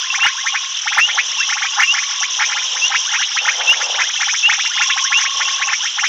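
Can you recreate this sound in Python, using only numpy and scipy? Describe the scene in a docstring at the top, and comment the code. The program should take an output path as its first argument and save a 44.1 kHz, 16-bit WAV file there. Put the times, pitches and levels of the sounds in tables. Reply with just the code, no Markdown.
"""Frog chorus at a night waterhole

A warm night at the water's edge. Bubbling frogs pop throbbing, rising 'boips' and slower smooth slides;
reed frogs whistle and tick in sine notes; toads trill in trains of soft pulses. Crowds of short notes make
far frogs, with crickets above them, and shaped noise makes the night air. A large animal nearby blows and
snuffles in fluttering noise, with one dull knock. The loudest overlaps clip."""
import sys
import numpy as np
from scipy import signal
from scipy.fft import rfft, irfft
from scipy.io import wavfile

SR = 44100
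rng = np.random.default_rng(int(sys.argv[2]) if len(sys.argv) > 2 else 0)


def boost_factor(decibels):
    """Convert a level in decibels to a linear amplitude factor."""
    exponent = np.asarray(decibels, float) / 20
    return 10 ** exponent


def wav_out(sig):
    """Save sig, one row per channel (or a flat mono array), as 16-bit PCM at SR to the path in sys.argv[1]."""
    wavfile.write(sys.argv[1], SR, np.round(np.clip(np.atleast_2d(sig).T, -1, 1) * 32767).astype(np.int16))


N = 268128
T = np.arange(N) / SR  # time [s]

# Colour of the night air: (frequency [Hz], relative level [dB])
NIGHT_COLOUR = [(100, -60.5), (400, -29), (700, -20), (1100, -6.5), (2200, -6), (3200, 2), (4500, -15),
                (5700, -0.5), (6800, -21), (7600, -33), (8200, -38), (12300, -45.5), (12700, -95.5)]
# Slow swell of both choruses: (time [s], far frog level [dB], cricket level [dB])
CHORUS_SWELL = [(0, -25, -25), (.65, -27.5, -27), (1.1, -23.5, -25), (1.9, -26.5, -24), (2.5, -24, -23.5),
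                (3.2, -23.5, -24.5), (3.8, -24, -23.5), (4.3, -24.5, -23), (4.75, -22, -23),
                (5.1, -24.5, -22.5), (5.35, -23.5, -24.5), (5.6, -25, -22.5), (6.08, -25, -25.5)]
# Loudness of far frog voices across their band: (frequency [Hz], relative level [dB])
FAR_FROG_BAND = [(2550, -30), (2800, -4), (3150, -1), (3500, -2), (3900, -13.5), (4300, -16)]
# Loudness of crickets across their band: (frequency [Hz], relative level [dB])
CRICKET_BAND = [(4900, -6), (5200, -7), (5600, 2.5), (6100, 0), (6500, -8.5), (7000, -21), (7600, -21.5)]
# How fast a crowd's loudness wanders: (rate [Hz], relative level [dB])
WAVER_COLOUR = [(2, 9.5), (8, 12.5), (18, 5.5), (40, -39.5), (120, -110)]
# Toad trills: (first pulse [s], last pulse [s], pulses [count])
TOAD_TRILLS = [(.02, .725, 26), (1.237, 2.29, 41), (2.09, 3.021, 38), (4.756, 5.702, 36)]
# The voice of each trill: (pitch [Hz], start level [dB], end level [dB])
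TOAD_VOICES = [(1082, -23, -31), (1110, -30.5, -29.5), (1032, -32, -32), (1094, -23, -22)]
# Near bubbling frogs: (time near 1500 Hz [s], level [dB], rise [Hz/s])
NEAR_BOIPS = [(.143, -17, 78400), (.193, -20.5, 76500), (.233, -13.5, 85000), (.247, -20.5, 85500),
              (.262, -10, 86700), (.463, -16, 58200), (.543, -22, 71300), (.553, -14.5, 82600),
              (.64, -28.5, 70400), (.835, -34.5, 70000), (.873, -14.5, 85000), (.925, -16, 79000),
              (.955, -22, 86500), (.973, -36, 87000), (.981, -7, 86400), (.995, -10.5, 89700),
              (1.087, -21, 87500), (1.096, -21, 83000), (1.181, -11, 72000), (1.192, -24.5, 67000),
              (1.315, -30.5, 71000), (1.493, -19.5, 70000), (1.525, -16.5, 89000), (1.573, -18, 74000),
              (1.622, -15.5, 90500), (1.652, -17.5, 84000), (1.786, -21, 58300), (1.795, -9, 62600),
              (1.818, -12.5, 93000), (1.829, -15, 84400), (1.943, -18, 69000), (1.965, -23, 86000),
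              (1.98, -15.5, 90000), (2.028, -24.5, 80500), (2.11, -27.5, 69000), (2.14, -30, 68600),
              (2.228, -17.5, 72500), (2.235, -27.5, 70500), (2.395, -15.5, 88500), (2.407, -20, 84500),
              (2.418, -13.5, 82300), (2.43, -15.5, 63400), (2.496, -25.5, 85500), (2.511, -24, 81500),
              (2.523, -19, 78500), (2.568, -18.5, 53100), (2.58, -26.5, 76000), (2.62, -26.5, 71500),
              (2.765, -22.5, 64800), (2.92, -17, 70000), (2.948, -11.5, 84200), (3.109, -27, 69000),
              (3.136, -17, 68700), (3.15, -15.5, 79500), (3.218, -16, 86000), (3.277, -31.5, 70400),
              (3.316, -27, 68000), (3.369, -15, 75600), (3.453, -18, 87600), (3.481, -9, 80000),
              (3.608, -20, 85500), (3.692, -24, 87000), (3.73, -19, 66000), (3.806, -23, 86000),
              (3.814, -19, 85400), (3.946, -22.5, 84500), (3.989, -17, 68700), (4, -18, 81000),
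              (4.009, -13, 91000), (4.095, -23, 91000), (4.155, -28.5, 67500), (4.205, -18.5, 83000),
              (4.227, -15.5, 89000), (4.285, -16.5, 75000), (4.341, -17, 88000), (4.452, -25.5, 69000),
              (4.495, -10.5, 92000), (4.529, -14, 85000), (4.553, -24.5, 86000), (4.594, -17.5, 87000),
              (4.653, -21.5, 91000), (4.774, -17, 75400), (4.81, -13, 80700), (4.831, -22, 56300),
              (4.899, -16.5, 79000), (4.975, -16.5, 87500), (4.985, -28, 86500), (5.121, -13, 77700),
              (5.187, -20.5, 86500), (5.2, -25, 76000), (5.214, -18.5, 86500), (5.241, -43, 85000),
              (5.252, -16, 85000), (5.403, -21.5, 79000), (5.412, -18, 77600), (5.483, -21.5, 88000),
              (5.617, -14, 84000), (5.686, -17, 89000), (5.711, -23, 74600), (5.73, -14, 85000),
              (5.853, -20.5, 67000), (5.987, -15, 88000), (6.037, -13.5, 84000), (6.053, -18.5, 85000)]
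# Resonance of the sac in a boip: (frequency [Hz], gain [dB])
BOIP_RESONANCE = [(780, -2.5), (900, -8), (1300, -3), (1600, 0.5), (2100, 2), (2400, -3.5), (2800, -4.5)]
# Slower clean slides: (time near 1500 Hz [s], level [dB], rise [Hz/s])
SLIDE_CALLS = [(.031, -26, 20700), (.28, -17, 24350), (.38, -21.5, 24700), (1.407, -17.5, 25200),
               (1.768, -22, 24400), (2.863, -31.5, 22700), (3.079, -23.5, 18960), (3.19, -18, 24500),
               (3.514, -20, 27300), (4.034, -19, 25000), (4.712, -23, 26000), (5.048, -18.5, 24700),
               (5.165, -29, 21100), (5.51, -28.5, 25500), (5.584, -25, 25400), (5.83, -23, 23400)]
# Resonance of the sac in a slide: (frequency [Hz], gain [dB])
SLIDE_RESONANCE = [(850, -9.5), (1100, -6), (1300, -13.5), (1550, 2), (1900, -8), (2200, 0)]
# Reed frog ticks: (time [s], level [dB], pitch [Hz])
REED_TICKS = [(0.103, -9.5, 2700), (0.523, -18, 2840), (1.3836, -14, 2740), (1.4037, -9, 2710),
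              (1.43, -13, 2656), (1.721, -19, 2790), (1.833, -5, 2797), (2.218, -20, 2680),
              (2.3506, -20, 2660), (2.9632, -11.5, 2790), (3.3897, -11, 2710), (3.6197, -20, 2720),
              (3.8387, -14.5, 2713), (4.1757, -16, 2690), (4.661, -13, 2770), (4.7646, -16, 2860),
              (4.822, -11.5, 2750), (4.901, -12.5, 2740), (5.2776, -16.5, 2820), (5.455, -14, 2740),
              (5.5428, -17.5, 2660), (5.679, -12.5, 2670)]
# Reed frog whistles: (time [s], level [dB], length [s])
REED_WHISTLES = [(0.2, -10.5, 0.077), (1.003, -8.5, 0.071), (1.872, -9.5, 0.068), (2.814, -10.5, 0.066),
                 (3.671, -6, 0.07), (4.429, -6.5, 0.064), (5.135, -9, 0.068)]
# The animal's blows and snuffles: (time [s], level [dB], attack [s], hold [s], fade [dB/s])
BLOWS = [(0.997, -40.5, 0.096, 0.037, 43), (2.1, -41.5, 0.58, .15, 35), (3.388, -36.5, 0.035, 0.6, 198),
         (3.551, -35.5, 0.069, 0.028, 149), (3.76, -35, .08, 0.053, 120), (5.312, -39, 0.057, .05, 86),
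         (5.52, -48, .08, 0.1, 86)]
# Colour of the animal's breath: (frequency [Hz], relative level [dB])
BREATH_COLOUR = [(120, -61), (250, -24), (400, -15), (500, 1), (650, -2.5), (850, 5.5), (1100, -1),
                 (1800, -6.5), (4000, -47.5), (9000, -51.5), (12300, -55.5), (13000, -110)]
# The dull knock: (level [dB], pitch [Hz], 60 dB decay [s])
DULL_KNOCK = (-24, 800, .012)


def shape(hz, table):
    """Gain of a (frequency [Hz], level [dB]) table, joined on a log frequency axis."""
    f, db = np.transpose(table)
    return boost_factor(np.interp(np.log(np.maximum(hz, 1)), np.log(f), db))


def noise(table):
    """Noise of rms 1 with the given colour."""
    spectrum = rfft(rng.standard_normal(N))
    x = irfft(spectrum * shape(np.fft.rfftfreq(N, 1 / SR), table), N)
    return x / x.std()


def notes(start, hz, envelope):
    """Mixes many short sine notes; one row of pitch and envelope for each."""
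    phase = 2 * np.pi * (np.cumsum(hz, axis=1) / SR + rng.random((len(start), 1)))
    at = (np.asarray(start) * SR).astype(int)[:, None] + np.arange(envelope.shape[1])
    inside = (at >= 0) & (at < N)
    return np.bincount(at[inside], (envelope * np.sin(phase))[inside], N)


def throb(t, hz, depth, spread):
    """Pulsing loudness, as of vocal cords opening in bursts; each note has its own rate."""
    chance = rng.random((len(t), 2))
    rate = hz * (1 + spread * (chance[:, :1] - .5))
    return 1 + np.clip(depth, 0, 1) * np.cos(2 * np.pi * (rate * t + chance[:, 1:]))


def scattered(x, echo_db):
    """The sound and its short blur from reeds and banks; a fresh random echo on each use."""
    t60_s = 0.045
    t = np.arange(int(.3 * SR)) / SR
    tail = rng.standard_normal(len(t)) * np.exp(-np.log(1000) * t / t60_s) * (t > .002)
    return x + boost_factor(echo_db) * signal.fftconvolve(x, tail / np.linalg.norm(tail))[:N]


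def night_air():
    """A steady bed of shaped noise under the callers."""
    return boost_factor(-30) * noise(NIGHT_COLOUR)


def crowd(table, length, glide, pulse_hz, depth, scatter_db, count):
    """Many unseen callers: short pulsed notes at random moments, pitches spread over the band; rms 1."""
    chance = rng.random((count, 3))  # moment, pitch and loudness of each note
    lo, hi = table[0][0], table[-1][0]
    u = np.arange(0, length, 1 / SR) / length + 0 * chance[:, :1]
    hz = (lo + (hi - lo) * chance[:, 1:2]) * (1 + glide * (u - .5))
    size = boost_factor(scatter_db * chance[:, 2:3])
    envelope = size * shape(hz, table) * np.sin(np.pi * u) * throb(u * length, pulse_hz, depth, 0.32)
    x = notes(chance[:, 0] * (N / SR + length) - length, hz, envelope)
    return x / x.std()


def choruses():
    """Far frogs and crickets: each crowd swells slowly and wavers; the crickets also pulse to a shared beat."""
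    beat_hz, beat_peak_s, beat_depth_db = 5.95, 2.0, 1
    frog_waver_db, cricket_waver_db = 1.5, 1.5  # rms
    s, frog_db, cricket_db = np.transpose(CHORUS_SWELL)
    far = crowd(FAR_FROG_BAND, .011, .06, 240, .7, 6., count=7000)
    crickets = crowd(CRICKET_BAND, .009, .02, 400, .7, 6., count=8000)
    beat_db = beat_depth_db * np.cos(2 * np.pi * beat_hz * (T - beat_peak_s))
    far_level_db = np.interp(T, s, frog_db) + frog_waver_db * noise(WAVER_COLOUR)
    cricket_level_db = np.interp(T, s, cricket_db) + beat_db + cricket_waver_db * noise(WAVER_COLOUR)
    return boost_factor(far_level_db) * far + boost_factor(cricket_level_db) * crickets


def toads():
    """Even trains of soft round pulses that settle up onto one pitch."""
    start_flat, wobble = 0.046, .006  # share of pitch: below the note at first, and pulse to pulse
    out, t = 0, np.arange(int(.04 * SR)) / SR
    pulse = np.exp(-.5 * ((t - t.mean()) / 0.0053) ** 2)
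    for (first, last, pulses), (pitch_hz, start_db, end_db) in zip(TOAD_TRILLS, TOAD_VOICES):
        chance = rng.standard_normal((pulses, 2))
        index = np.arange(pulses)[:, None]
        db = np.linspace(start_db, end_db, pulses)[:, None] + 1.2 * chance[:, :1]
        db = db - 9 * np.exp(-index / 2.1)  # the trill swells over its first pulses
        hz = pitch_hz * (1 - start_flat * np.exp(-index / 4.5) + wobble * chance[:, 1:])
        out = out + notes(np.linspace(first, last, pulses) - t.mean(), hz + 0 * t, boost_factor(db) * pulse)
    return out


def sweeps(rows, low_hz, top_hz, tilt_db, sac, knees, lead, linger, pulse_depth, overtone_db):
    """An S-shaped rise: a pure note at the bottom, a throbbing climb, a fading plateau under the top."""
    s, db, rise = (np.array(rows)[:, [k]] for k in range(3))
    t = np.arange(-int(.06 * SR), int(.08 * SR)) / SR + 0 * s
    half, mid = (top_hz - low_hz) / 2, (top_hz + low_hz) / 2
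    u = (1500 - mid + rise * t) / half
    knee = np.where(u < 0, *knees)  # one bend for the foot, one for the top; higher turns more sharply
    height = u / (1 + np.abs(u) ** knee) ** (1 / knee)
    hz = mid + half * height
    depth = pulse_depth * np.clip((hz - low_hz) / 400, 0, 1) * (0.5 + 0.52 * rng.random(s.shape))
    window = np.where(u < 0, np.exp(-np.abs(u / lead) ** 3.26), np.exp(-(u / linger) ** 4))
    pulses = throb(t, 241.0, depth, .1) ** 1.16 / 1.25
    envelope = boost_factor(db + tilt_db * height) * shape(hz, sac) * window * pulses
    start = s[:, 0] + t[:, 0]
    return notes(start, hz, envelope) + notes(start, 2 * hz, envelope * boost_factor(overtone_db))


def bubbling_frogs():
    """Fast throbbing boips, near and far, and slow smooth slides, from deep in several clumps of grass."""
    patches, echo_db = 6, -1  # clumps of grass, each with its own echo
    low_hz, top_hz, top_spread_hz, bright_spread_db = 775, 2634, 130, 2  # spreads vary call to call
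    far_db, far_range_db = -41, 9  # faintest far call, and the span above it
    far = rng.random((70, 3)) * [N / SR, far_range_db, 35000] + [0, far_db, 45000]
    rows, out = np.vstack([NEAR_BOIPS, far]), 0
    for k in range(patches):
        calls = rows[k::patches]
        chance = rng.standard_normal((len(calls), 2))
        call_top_hz = top_hz + top_spread_hz * chance[:, :1]
        boips = sweeps(calls, low_hz, call_top_hz, bright_spread_db * chance[:, 1:], BOIP_RESONANCE,
                       knees=(6.0, 2.6), lead=1.404, linger=2.17, pulse_depth=0.74, overtone_db=-19.5)
        slides = sweeps(SLIDE_CALLS[k::patches], 830, 2200, 0, SLIDE_RESONANCE,
                        knees=(4.0, 3.0), lead=1.41, linger=1.3, pulse_depth=.05, overtone_db=-27.5)
        out = out + scattered(boips + slides, echo_db)
    return out


def reed_frogs():
    """Pure rising whistles, and ticks that ring the same sac."""
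    whistle_hz, rise_hz_per_s = 2613, 5280
    t = np.arange(int(.09 * SR)) / SR
    s, db, length = np.transpose(REED_WHISTLES)[:, :, None]
    u = np.minimum(t / length, 1)
    envelope = boost_factor(db) * np.sin(np.pi * u ** 0.84) ** 0.69 * (u < 1)
    whistles = notes(s[:, 0], whistle_hz + rise_hz_per_s * length * u, envelope)
    s, db, hz = np.transpose(REED_TICKS)[:, :, None]
    ring = (1 - np.exp(-(t / 0.00033) ** 2)) * np.exp(-t / 0.014)
    return whistles + notes(s[:, 0] - .001, hz + 0 * t, boost_factor(db) * ring)


def animal():
    """Air fluttering through a long trunk, and one dull knock, a quickly dying sine."""
    s, db, attack, hold, fade = np.transpose(BLOWS)[:, :, None]
    fall_db = fade * np.maximum(T - s - attack - hold, 0)
    blows = np.clip((T - s) / attack, 0, 1) * boost_factor(db - fall_db)
    flutter_db = 2.4 * noise([(2, -7), (12, 1.5), (40, -4), (80, -44.5), (300, -110)])
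    breath = blows.sum(axis=0) * boost_factor(flutter_db) * noise(BREATH_COLOUR)
    knock_db, hz, t60 = DULL_KNOCK
    t = np.maximum(T - 5.277, 0)  # time since the knock [s]
    ring = np.exp(-np.log(1000) * t / t60) * (1 - np.exp(-t / 0.0004))
    return breath + boost_factor(knock_db) * np.sin(2 * np.pi * hz * t) * ring


def scene():
    """All callers, smeared by reeds and banks, with the animal and the night air left dry."""
    others = scattered(choruses() + toads() + reed_frogs(), -14.5)
    return (night_air() + others + bubbling_frogs() + animal())[None]


def top_cut(x):
    """Nothing passes above the cut-off."""
    return signal.sosfilt(signal.butter(12, 15800, fs=SR, output="sos"), x)


def record(dry):
    """The microphone drops the bass, then the input stage clips flat."""
    clip = .715  # share of full scale
    thin = signal.sosfilt(signal.butter(3, 170, "high", fs=SR, output="sos"), dry)
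    mix = np.clip(thin, -clip, clip)
    return top_cut(mix)


dry = scene()
out = record(dry)
wav_out(out)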